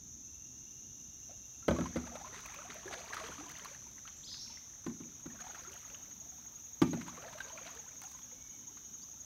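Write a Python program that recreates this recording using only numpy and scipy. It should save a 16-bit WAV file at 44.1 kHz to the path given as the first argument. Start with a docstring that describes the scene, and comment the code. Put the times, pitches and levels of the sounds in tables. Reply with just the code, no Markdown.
"""First a crowd of crickets sings over a far rumble in a swamp forest, with a frog's trill close behind.
Then a metal canoe is paddled: shafts knock on the hull, and blades stir the water into gurgles and drips.
A few birds call. About halfway, a near cricket and the high buzz of katydids fade in.
Singers are pure notes or shaped noise, water is bubbles and noise, and the hull is a set of ringing modes.
The forest echoes much of it, and both channels carry the same sound."""
import sys
import numpy as np
from scipy import signal
from scipy.fft import rfft, irfft, next_fast_len
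from scipy.io import wavfile
from scipy.ndimage import uniform_filter1d, map_coordinates

SR = 44100
rng = np.random.default_rng(int(sys.argv[2]) if len(sys.argv) > 2 else 0)


def waveform_to_disk(signal):
    """Save audio, clipped to [-1, 1], as 16-bit WAV at the path in sys.argv[1]."""
    frames = np.transpose(np.atleast_2d(signal))
    scaled = np.clip(frames, -1, 1) * 32767
    samples = np.round(scaled).astype(np.int16)
    wavfile.write(sys.argv[1], SR, samples)


N = 407925  # length in samples


def amp(db):
    """Turn a level in dB into a gain."""
    return 10 ** (np.asarray(db) / 20)


def unit(x):
    """Scale x to an average (rms) level of 1."""
    return x / np.sqrt(np.mean(x ** 2) + 1e-20)


def along(points, hz):
    """Read a (frequency, value) table at hz, with straight lines on a log frequency axis."""
    point_hz, value = np.transpose(points)
    return np.interp(np.log(hz + 1), np.log(point_hz + 1), value)


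def curves(rows):
    """Draw each column after the time as a curve with one value per sample."""
    s, *columns = np.transpose(rows)
    return [np.interp(np.arange(N) / SR, s, column) for column in columns]


def wobble(rate):
    """A smooth random curve through `rate` random points a second."""
    points = rng.standard_normal(int(N * rate / SR) + 4)
    return map_coordinates(points, [np.arange(N) * rate / SR])


def filtered(x, response):
    """Multiply the spectrum of x by a response that depends on frequency."""
    size = next_fast_len(N + SR // 2)
    return irfft(rfft(x, size) * response(np.fft.rfftfreq(size, 1 / SR)), size)[..., :N]


def rush(spectrum, patchy_db):
    """Coloured noise of rms 1, made uneven by random louder and softer patches."""
    z = signal.stft(rng.standard_normal(N + SR // 10), nperseg=512)[2]
    field = uniform_filter1d(rng.standard_normal(z.shape), size=6, axis=0)  # smooth over frequency
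    field = uniform_filter1d(field, size=10, axis=1)  # smooth over time
    noise = signal.istft(z * amp(patchy_db * unit(field)), nperseg=512)[1][:N]
    return unit(filtered(noise, lambda hz: amp(along(spectrum, hz))))


def placed(s, waves):
    """Add up the rows of waves, each starting at its own time s."""
    at = np.round(np.asarray(s) * SR).astype(int)[:, None] + np.arange(waves.shape[1])
    return np.bincount(at.ravel(), waves.ravel(), N)[:N]


def chirps(s, db, hz, length, arch, top=0):
    """Pure notes whose pitch arches up to hz and down; top (-1 to 1) shifts the crest along the note."""
    u = np.linspace(-1, 1, int(length * SR))
    turns = np.cumsum(1 - arch * (u - top) ** 2) / SR * hz[:, None]
    phase = 2 * np.pi * turns + 2 * np.pi * rng.random((len(s), 1))
    fade = np.minimum(3 * (1 - abs(u)), 1)
    return placed(s, amp(db)[:, None] * fade * np.sin(phase))


def second_reach(t):
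    """The fade of the near cricket and the katydids: 0 before 4.86 s, 1 after 5.48 s."""
    return np.interp(t, [4.86, 5.48], [0, 1])


# how long the echo lasts: (frequency [Hz], time to fall by 60 dB [s])
FOREST_DECAY = [(60, 1), (250, 0.61), (1000, 0.12), (4500, 0.56), (7000, 0.61), (16000, 0.31)]


def forest(x):
    """Trunks and banks answer: the scatter builds up, then each frequency dies at its own speed."""
    hz, t, z = signal.stft(rng.standard_normal(SR), SR, nperseg=256)
    build = np.minimum(t / .04, 1) ** 2
    decay = amp(-60 * t / along(FOREST_DECAY, hz)[:, None])
    tail = signal.istft(z * build * decay, SR, nperseg=256)[1]
    delayed = np.pad(x, (round(.006 * SR), 0))
    return signal.fftconvolve(delayed, tail / np.linalg.norm(tail))[:N]


# still air: (time [s], rumble level [dB], drone level before its sway [dB], hiss level [dB])
AIR_LEVELS = [(0.0, -59, -65.5, -70), (2.24, -58.5, -65.5, -67), (9.25, -64, -67, -67)]
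# colours of the three noises: (frequency [Hz], relative level [dB])
RUMBLE_COLOUR = [(15, -38), (30, -2.5), (60, -0.5), (100, -7.5), (140, -8), (220, -56)]
DRONE_COLOUR = [(70, -49), (130, -4), (190, -2), (230, 0), (310, -6), (420, -14.5), (650, -55)]
HISS_COLOUR = [(300, -5), (450, 12.5), (1000, 10), (2200, 6), (3000, 7), (3700, 15), (4400, 3), (8000, 1.5),
               (10500, -1.5), (12500, 8), (16000, -1)]
DRONE_SWAY_DB = 1.5


def air():
    """Noise in three bands: a far rumble, a swaying drone, and a faint hiss with far insects under 4 kHz."""
    rumble_db, drone_db, hiss_db = curves(AIR_LEVELS)
    rumble = amp(rumble_db) * rush(RUMBLE_COLOUR, patchy_db=-0.2)
    drone = amp(drone_db + DRONE_SWAY_DB * wobble(4.9)) * rush(DRONE_COLOUR, patchy_db=1.2)
    return rumble + drone + amp(hiss_db) * rush(HISS_COLOUR, patchy_db=0.45)


# the whole crowd of crickets: (time [s], level [dB])
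CROWD_LEVEL = [(0.0, -51.5), (4.6, -52.5), (5.35, -54), (9.25, -53.5)]
# how strongly each pitch is sung: (pitch [Hz], relative level [dB])
SINGERS_COLOUR = [(5200, -23.5), (5600, -13), (5900, -2), (6250, 0), (6550, -3.5), (6850, -9), (7200, -18),
                  (7600, -29.5)]


def crowd():
    """Many crickets, each at its own pitch and pace, mostly heard as scattered sound."""
    hz = np.linspace(SINGERS_COLOUR[0][0], SINGERS_COLOUR[-1][0], num=48)
    luck = rng.random((len(hz), 2))
    s = (luck[:, :1] + np.arange(N // 3000)) * (.08 + .02 * luck[:, 1:])  # one note every 80 to 100 ms
    db = along(SINGERS_COLOUR, hz)[:, None] + 1.9 * rng.standard_normal(s.shape)
    hz = hz[:, None] * (1 + 0.00797 * rng.standard_normal(s.shape))
    keep = s < N / SR
    song = unit(chirps(s[keep], db[keep], hz[keep], length=0.033, arch=0.0386))
    echo = amp(6.5) * forest(song)
    blur = amp(12.5) * rush([(4900, -41)] + SINGERS_COLOUR + [(8000, -55)], patchy_db=0.6)
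    song = unit(song + echo + blur)
    overtone = unit(filtered(song ** 2, lambda f: f > 8000))  # the wing is not quite linear
    return amp(curves(CROWD_LEVEL)[0]) * (song + amp(-29.0) * overtone)


# colour of the far katydid chorus: (frequency [Hz], relative level [dB])
WINGS_COLOUR = [(9500, -84), (10800, -11), (12200, 3), (14000, 5), (15500, 5), (16000, -17)]
# single katydids, before the shared fade-in: (start [s], end [s], centre [Hz], width [Hz], level [dB],
# buzzes per second [Hz], time of one buzz [s])
KATYDID_BOUTS = [(5.0, 6.95, 12250, 220, -80, 27.73, 5.196), (5.7, 7.05, 14300, 700, -75, 30.2, 6.0925),
                 (7.75, 8.4, 14300, 700, -78, 29.7, 7.886), (8.3, 8.95, 12250, 220, -82, 27.5, 8.509)]
CHORUS_DB, BOUT_EDGE_S = -73, 0.19


def katydids():
    """A high, smooth rasp from many; now and then one singer's band of noise pulses over it."""
    t = np.arange(N) / SR
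    out = amp(CHORUS_DB) * rush(WINGS_COLOUR, patchy_db=0.5)
    for start, end, hz, width_hz, db, rate, s in KATYDID_BOUTS:
        noise = rng.standard_normal(N)
        rasp = unit(filtered(noise, lambda f: np.exp(-((f - hz) / width_hz) ** 2 / 2)))
        buzz = unit((1 + np.cos(2 * np.pi * rate * (t - s))) ** 1.8)
        fade = np.clip(np.minimum(t - start, end - t) / BOUT_EDGE_S, 0, 1)
        out = out + amp(db) * fade * buzz * rasp
    return second_reach(t) * out


# runs of piped notes: (first [s], last [s], gap between notes [s], top pitch [Hz],
# top level [dB], level of the weak smear filling the gaps between notes [dB])
PIPED_RUNS = [(0.224, 1.604, 0.11, 2870, -68, -72), (8.284, 9.025, 0.11, 3110, -70, -95)]
RUN_SAG, RUN_FADE_DB = 0.047, 3  # share of pitch, and level, lost towards both ends of a run


def pipers():
    """A frog's trill and a far bird's pips: even runs of notes that swell and rise towards the middle."""
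    out = 0
    for first, last, gap, hz, db, smear_db in PIPED_RUNS:
        s = np.arange(first, last, gap / 2)
        s = s + .003 * rng.standard_normal(len(s))
        edge = (2 * (s - first) / (last - first) - 1) ** 2  # 0 mid-run, 1 at its ends
        # every second chirp stands for the weak smear in a gap
        level = np.where(np.arange(len(s)) % 2, smear_db, db) - RUN_FADE_DB * edge
        level = level + 2 * rng.standard_normal(len(s))
        out = out + chirps(s, level, hz * (1 - RUN_SAG * edge), length=0.0343, arch=0.0303, top=0.55)
    return out


# bird notes: (time [s], length [s], first pitch [Hz], middle pitch [Hz], last pitch [Hz], level [dB],
# shake [0-1], level sent into the forest, relative to the note [dB])
BIRD_NOTES = [(4.158, .027, 6860, 7330, 7700, -59, .1, 1), (4.232, .066, 2800, 5170, 3100, -51.5, 0.33, 6),
              (4.31, 0.093, 4250, 4670, 5200, -68, 0.83, 14),
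              (4.39, 0.067, 5470, 5550, 5564, -47.5, 0.4, 0), (4.462, 0.022, 4900, 2930, 1860, -60, 0, 4.5),
              (8.35, 0.16, 2180, 2270, 2175, -71, 0, 0), (8.525, 0.061, 2300, 2280, 2200, -71, 0.1, -4),
              (9.018, .028, 4530, 4800, 5800, -56.5, 0.1, -18)]
NOTE_EDGE_S = 0.0042  # attack and release


def birds():
    """Whistles bending through three pitches, and their share for the forest."""
    out, sent, t = np.zeros(N), np.zeros(N), np.arange(N) / SR
    for s, length, first_hz, middle_hz, last_hz, db, shake, echo_db in BIRD_NOTES:
        u = np.clip(2 * (t - s) / length - 1, -1, 1)  # -1 at the start of the note, 1 at its end
        bend_hz = (first_hz + last_hz) / 2 - middle_hz
        hz = middle_hz + u * (last_hz - first_hz) / 2 + u * u * bend_hz
        # a fast shake roughens the pitch where echo overlaps the call
        shaking = 0.29 * shake ** 3 * np.sin(2 * np.pi * 95 * t + 0.88 * wobble(40))
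        phase = 2 * np.pi * np.cumsum(hz * (1 + shaking)) / SR
        sounding = np.minimum((1 - abs(u)) * length / 2 / NOTE_EDGE_S, 1)
        song = amp(db) * sounding * (np.sin(phase) + amp(-27) * np.sin(2 * phase))
        out = out + song
        sent = sent + amp(echo_db) * song
    return out, sent


# wing strokes the near cricket leaves out: stroke number, counted from 0 [no unit]
RESTED_STROKES = [25, 27, 28, 29]
NEAR_FIRST_S, STROKES_PER_S = 4.801, 11.33
NEAR_DB, NEAR_HZ = -46, 6672  # average note, before the fade-in


def cricket():
    """The near cricket: each wing stroke sounds one pure note with an arched pitch."""
    s = np.delete(np.arange(NEAR_FIRST_S, N / SR, 1 / STROKES_PER_S), RESTED_STROKES)
    scatter = rng.standard_normal((len(s), 2))
    db = NEAR_DB + 1 * scatter[:, 0]
    hz = NEAR_HZ + 25 * scatter[:, 1]
    notes = chirps(s - .015, db, hz, length=0.0252, arch=0.068)
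    return np.sqrt(second_reach(np.arange(N) / SR)) * notes


def bubbles(s, db, hz, cycles, rise, size):
    """Damped sines whose pitch climbs as the bubble nears the surface."""
    turns = np.arange(size) / SR * hz[:, None]
    age = turns / np.maximum(cycles, 1)[:, None]  # in lifetimes
    level = amp(db[:, None] - 14.3 * age) * (1 - np.exp(-turns / 0.77))
    climb = 1 + rise[:, None] * np.minimum(age, 2) / 2
    return placed(s, level * np.sin(2 * np.pi * turns * climb))


def swarm(db, rate, centre_hz, spread, cycles, size):
    """Random bubbles: pitches scatter around a centre, and a few are loud among many soft ones."""
    luck = rng.random((int(rate * N / SR), 4))
    hz = np.minimum(centre_hz * np.exp(spread * rng.standard_normal(len(luck))), 14000)
    each_db = -4.5 * np.log(luck[:, 1] + 0.012)
    life = cycles * (.5 + luck[:, 2])
    return amp(db) * unit(bubbles(luck[:, 0] * N / SR, each_db, hz, life, 0.222 * luck[:, 3], size))


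def bursts(s, db, t60, spectrum):
    """Puffs of coloured noise with a sudden start, falling by 60 dB in t60 seconds."""
    return placed(s, amp(db[:, None] - 60 * np.arange(2000) / SR / t60)) * rush(spectrum, patchy_db=2)


# blades in the water: (in [s], out [s], gurgle level [dB], fizz level [dB])
PADDLE_PULLS = [(1.845, 2.343, -59, -70.5), (2.445, 2.714, -62, -61), (2.862, 2.99, -57.5, -61.5),
                (3.112, 3.273, -54, -56.5), (3.46, 3.644, -65, -62), (5.427, 5.565, -60.5, -61),
                (5.75, 5.93, -68, -65), (6.247, 6.452, -73.5, -77.5), (7.088, 7.365, -60, -64),
                (7.488, 7.688, -61.5, -63), (7.924, 8.15, -70, -68)]
RISE_DB_PER_S, FALL_DB_PER_S = 78, 47
LAP_S, LAP_DB = 1.9, -77.5  # from then on the water never quite settles


def stirring():
    """Gurgle and fizz levels in dB: each pull swells, holds and dies away over a faint lapping."""
    t = np.arange(N) / SR
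    lap_db = LAP_DB - RISE_DB_PER_S * np.maximum(LAP_S - t, 0)
    power = amp(2 * lap_db) * np.ones((2, 1))
    for start, end, *db in PADDLE_PULLS:
        shape_db = -RISE_DB_PER_S * np.maximum(start - t, 0) - FALL_DB_PER_S * np.maximum(t - end, 0)
        power = power + amp(2 * (np.c_[db] + shape_db))
    return 10 * np.log10(power)


# colour of wash and splash noise: (frequency [Hz], relative level [dB])
WASH_COLOUR = [(250, -0.5), (450, -16.5), (700, -8), (1300, 5), (2200, -1.5), (4000, -6.5), (9000, -19),
               (16000, -36)]
# the loudest bubbles, drips and gulps, with a small knock (1.294, 1.31) and a tick (8.77):
# (time [s], level before decay [dB], pitch before it climbs [Hz], life [cycles])
LOUD_DRIPS = [(1.294, -49, 644, 11), (1.31, -51, 520, 9.7), (1.626, -54, 1335, 30), (1.763, -38, 1090, 23),
              (1.857, -32.5, 993, 11.5), (2.074, -41.5, 785, 7.2), (2.117, -46, 687, 23),
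              (2.154, -32, 586, 4.2), (2.212, -40, 730, 10), (2.245, -40, 980, 18), (2.269, -48, 1026, 17),
              (2.458, -42.5, 2330, 18), (2.541, -41, 2140, 13), (2.702, -33, 1930, 5.7),
              (2.757, -44, 586, 13), (2.855, -39, 350, 12), (2.91, -33, 695, 3.7), (2.934, -43, 623, 17),
              (3.133, -28.5, 1630, 6.8), (3.168, -28.5, 1240, 4.5), (3.239, -30.5, 1220, 3.6),
              (3.386, -43.5, 278, 14), (3.409, -45, 736, 11), (3.462, -48, 977, 26),
              (3.656, -35.5, 1023, 6.1), (3.747, -45.5, 1620, 13), (3.981, -45, 1760, 9),
              (4.053, -45, 1230, 13), (4.076, -38.5, 2760, 6.7), (4.343, -43, 2500, 4.8),
              (4.499, -54, 884, 21), (4.572, -48.5, 1980, 21), (4.843, -45, 1190, 3),
              (5.035, -52, 2140, 14), (5.301, -52, 1770, 25), (5.442, -48.5, 720, 28),
              (5.467, -41.5, 803, 8.1), (5.547, -38.5, 1500, 6.7), (5.649, -47, 1306, 24),
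              (5.673, -50.5, 346, 14), (5.9, -46, 2440, 8.7), (5.946, -41.5, 2720, 14),
              (6.972, -39, 596, 5.6), (7.011, -41, 1910, 15), (7.081, -40.5, 916, 12.5),
              (7.131, -57, 1010, 17), (7.176, -43.5, 1070, 17), (7.282, -43, 1610, 15),
              (7.352, -44.5, 571, 13), (7.404, -30, 1555, 15.4), (7.501, -50, 974, 23),
              (7.529, -49, 630, 25), (7.558, -48.5, 565, 16), (7.576, -40, 2260, 17),
              (7.664, -32.5, 2000, 1.6), (7.69, -46, 940, 13), (7.773, -45.5, 1580, 10),
              (8.039, -49.5, 737, 19), (8.219, -54, 3280, 26), (8.314, -56, 2010, 15),
              (8.77, -41.5, 990, 2.5)]
# the loudest spray ticks: (time [s], level before decay [dB])
SPRAY_TICKS = [(2.406, -51), (2.461, -45), (2.544, -45.5), (2.744, -48), (3.0046, -55), (3.049, -53),
               (3.144, -40.5), (3.494, -47), (3.5144, -44), (3.585, -47), (3.647, -42.5), (3.914, -58),
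               (5.7187, -50), (5.7403, -48), (7.7506, -50), (8.0174, -43.5), (8.0374, -48), (8.114, -51)]


def water():
    """Bubbles and wash noise follow the stirring; big bubbles, drips and spray ticks stand out."""
    gurgle_db, fizz_db = stirring()
    gurgle = swarm(gurgle_db, rate=220, centre_hz=956.5, spread=0.454, cycles=11.7, size=1100)
    plops = swarm(gurgle_db - 2, rate=35, centre_hz=946, spread=0.39, cycles=12.8, size=2000)
    fizz = swarm(fizz_db + 2 * wobble(9), rate=700, centre_hz=2526, spread=0.469, cycles=5.8, size=300)
    mist = swarm(fizz_db - 13, rate=300, centre_hz=9000, spread=.4, cycles=2.5, size=60)
    slaps = amp(5.7 * wobble(45) + 4.6 * wobble(140))  # ripples break in quick, uneven bursts
    wash = amp(gurgle_db - 1) * unit(slaps * rush(WASH_COLOUR, patchy_db=2))

    s, db, hz, cycles = np.transpose(LOUD_DRIPS)
    # quiet, short-lived bubbles climb most; loud or long-lived ones form deep and hold their pitch
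    rise = np.clip((-29.0 - db) / 50, 0, .2) * np.minimum(14 / cycles, 1) ** 2
    drips = bubbles(s, db, hz, cycles, rise, size=3000)
    splash = bursts(s, db - 15, 0.097, WASH_COLOUR)  # a little spray goes with each

    s, db = np.transpose(SPRAY_TICKS)
    high = bursts(s, db, 0.016, [(3000, -32), (6500, 15), (9000, 11), (13000, 7), (16000, 14)])
    low = bursts(s, db - 4.5, 0.043, [(400, -30), (1000, 5), (2500, -9), (5000, -5), (9000, -44)])
    return gurgle + plops + fizz + mist + wash + drips + splash + high + low


# knocks on the hull, some echoes or bounces of them (4.895, 5.003, 6.931), and one gulp-like
# thud (3.288): (time [s], overall level [dB], extra hardness [dB])
HULL_KNOCKS = [(1.681, -14.5, 3.5), (1.708, -18.5, 0), (1.744, -24.5, -8), (1.785, -19.5, -4.5),
               (1.808, -20, -5), (1.839, -37, 0), (1.958, -20, -4), (1.968, -34, 6.5), (3.288, -38, 4),
               (4.864, -26.5, -1), (4.895, -39, 0), (5.003, -36.5, -6), (5.258, -33, -2.5),
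               (6.817, -11.5, 1.5), (6.931, -23, -0.5)]
# ringing modes of the metal: (centre pitch [Hz], relative level [dB], time to fall by 60 dB [s])
HULL_MODES = [(71.7, -0.5, 0.13), (125.4, -9, 0.18), (171.5, 1, 0.12), (234.9, 0.5, 0.26),
              (259, -5.5, 0.11), (324, -3, 0.13), (392.4, -13, 0.21), (430, -3.5, 0.039),
              (546.6, 8.5, 0.033), (653, -10, 0.11), (853, -3, 0.15), (1085, 5.5, 0.059), (1385, 2, 0.096),
              (1592, -3.5, 0.031), (1966, 15, 0.024), (2330, -5.5, 0.26), (3170, 2, 0.048),
              (3786, 11.5, 0.015), (4980, -2.5, 0.034)]
# parts of a knock: first heard from the side of the hull, then from the bow (after LATER_S)
LATER_S = 4.86
DEEP_DB, LOW_DB, BODY_DB = (-19, -32.5), (-23, -20), (-20, -31.5)
THUMP_DB, RATTLE_DB = (-8.5, -3), (-12.5, -9)
MIDDLE_DB, BRIGHT_DB, CRACK_DB = -33, -41.5, -21  # the same throughout, for hardness 0
MIDDLE_HARDENS = 0.65  # dB per dB of hardness; bright modes and crack follow it fully


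def hull():
    """A knock thumps the side panel, then the modes ring; higher modes come as crowded clusters."""
    t = np.arange(SR // 3) / SR
    hz, level, t60 = np.repeat(HULL_MODES, repeats=7, axis=0).T[:, :, None]
    swing = t / .008
    # the thump swells for 8 ms, then dies away while its pitch sags
    thump = swing ** 3 * np.exp(3 * (1 - swing)) * np.sin(2 * np.pi * 310 * t * (1 - 7 * t))
    loose = signal.butter(1, [380, 1100], 'band', fs=SR, output='sos')
    waves = []
    for s, db, hard_db in HULL_KNOCKS:
        view = int(s > LATER_S)
        middle_hard_db = MIDDLE_HARDENS * hard_db
        colour = np.select(
            [hz < 110, hz < 420, hz < 700, hz < 1450],
            [DEEP_DB[view], LOW_DB[view], BODY_DB[view] + middle_hard_db, MIDDLE_DB + middle_hard_db],
            BRIGHT_DB + hard_db)
        luck = rng.standard_normal((len(hz), 3))
        pitch = hz * (1 + np.where(hz < 420, .035, .1) * luck[:, 1:2])
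        # higher modes start at slightly scattered times, which roughens the attack
        since = np.maximum(t - 0.0022 * abs(luck[:, 2:]) * (hz > 420), 0)
        ring_db = level + colour + 3.1 * luck[:, :1] - 60 * since / t60
        ring = amp(ring_db) * np.sin(2 * np.pi * pitch * since)
        ring *= 1 - np.exp(-since * hz / 1.56)  # the panel needs about a cycle to swing up
        crack = amp(CRACK_DB + hard_db - 60 * t / 0.007) * rng.standard_normal(len(t))
        crack = signal.lfilter([.3], [1, -.6], crack)  # soften the treble
        # loose gear is shaken by the blow
        rattle = amp(RATTLE_DB[view] + middle_hard_db - 60 * t / 0.092) * rng.standard_normal(len(t))
        rattle = signal.sosfilt(loose, rattle)
        waves.append(amp(db) * (amp(THUMP_DB[view]) * thump + ring.sum(axis=0) + crack + rattle))
    return placed([row[0] for row in HULL_KNOCKS], np.array(waves))


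def scene():
    """Add every source and the forest's echo, heard alike on both sides."""
    boat, wet, pips, near = hull(), water(), pipers(), cricket()
    song, sent = birds()
    echo = forest(amp(-13.5) * boat + amp(-8.5) * wet + amp(-3) * pips + amp(-8) * near + sent)
    mono = boat + wet + pips + near + song + echo + air() + crowd() + katydids()
    return np.array([mono, mono])


BASS_HZ, TOP_HZ = 38, 15780


def record(dry):
    """The microphone's path thins the deepest bass (four gentle filters) and cuts all above TOP_HZ."""
    def response(hz):
        bass_cut = 1j * hz / BASS_HZ / (1 + 1j * hz / BASS_HZ)
        return (hz < TOP_HZ) * bass_cut ** 4
    return filtered(dry, response)


dry = scene()
out = record(dry)
waveform_to_disk(out)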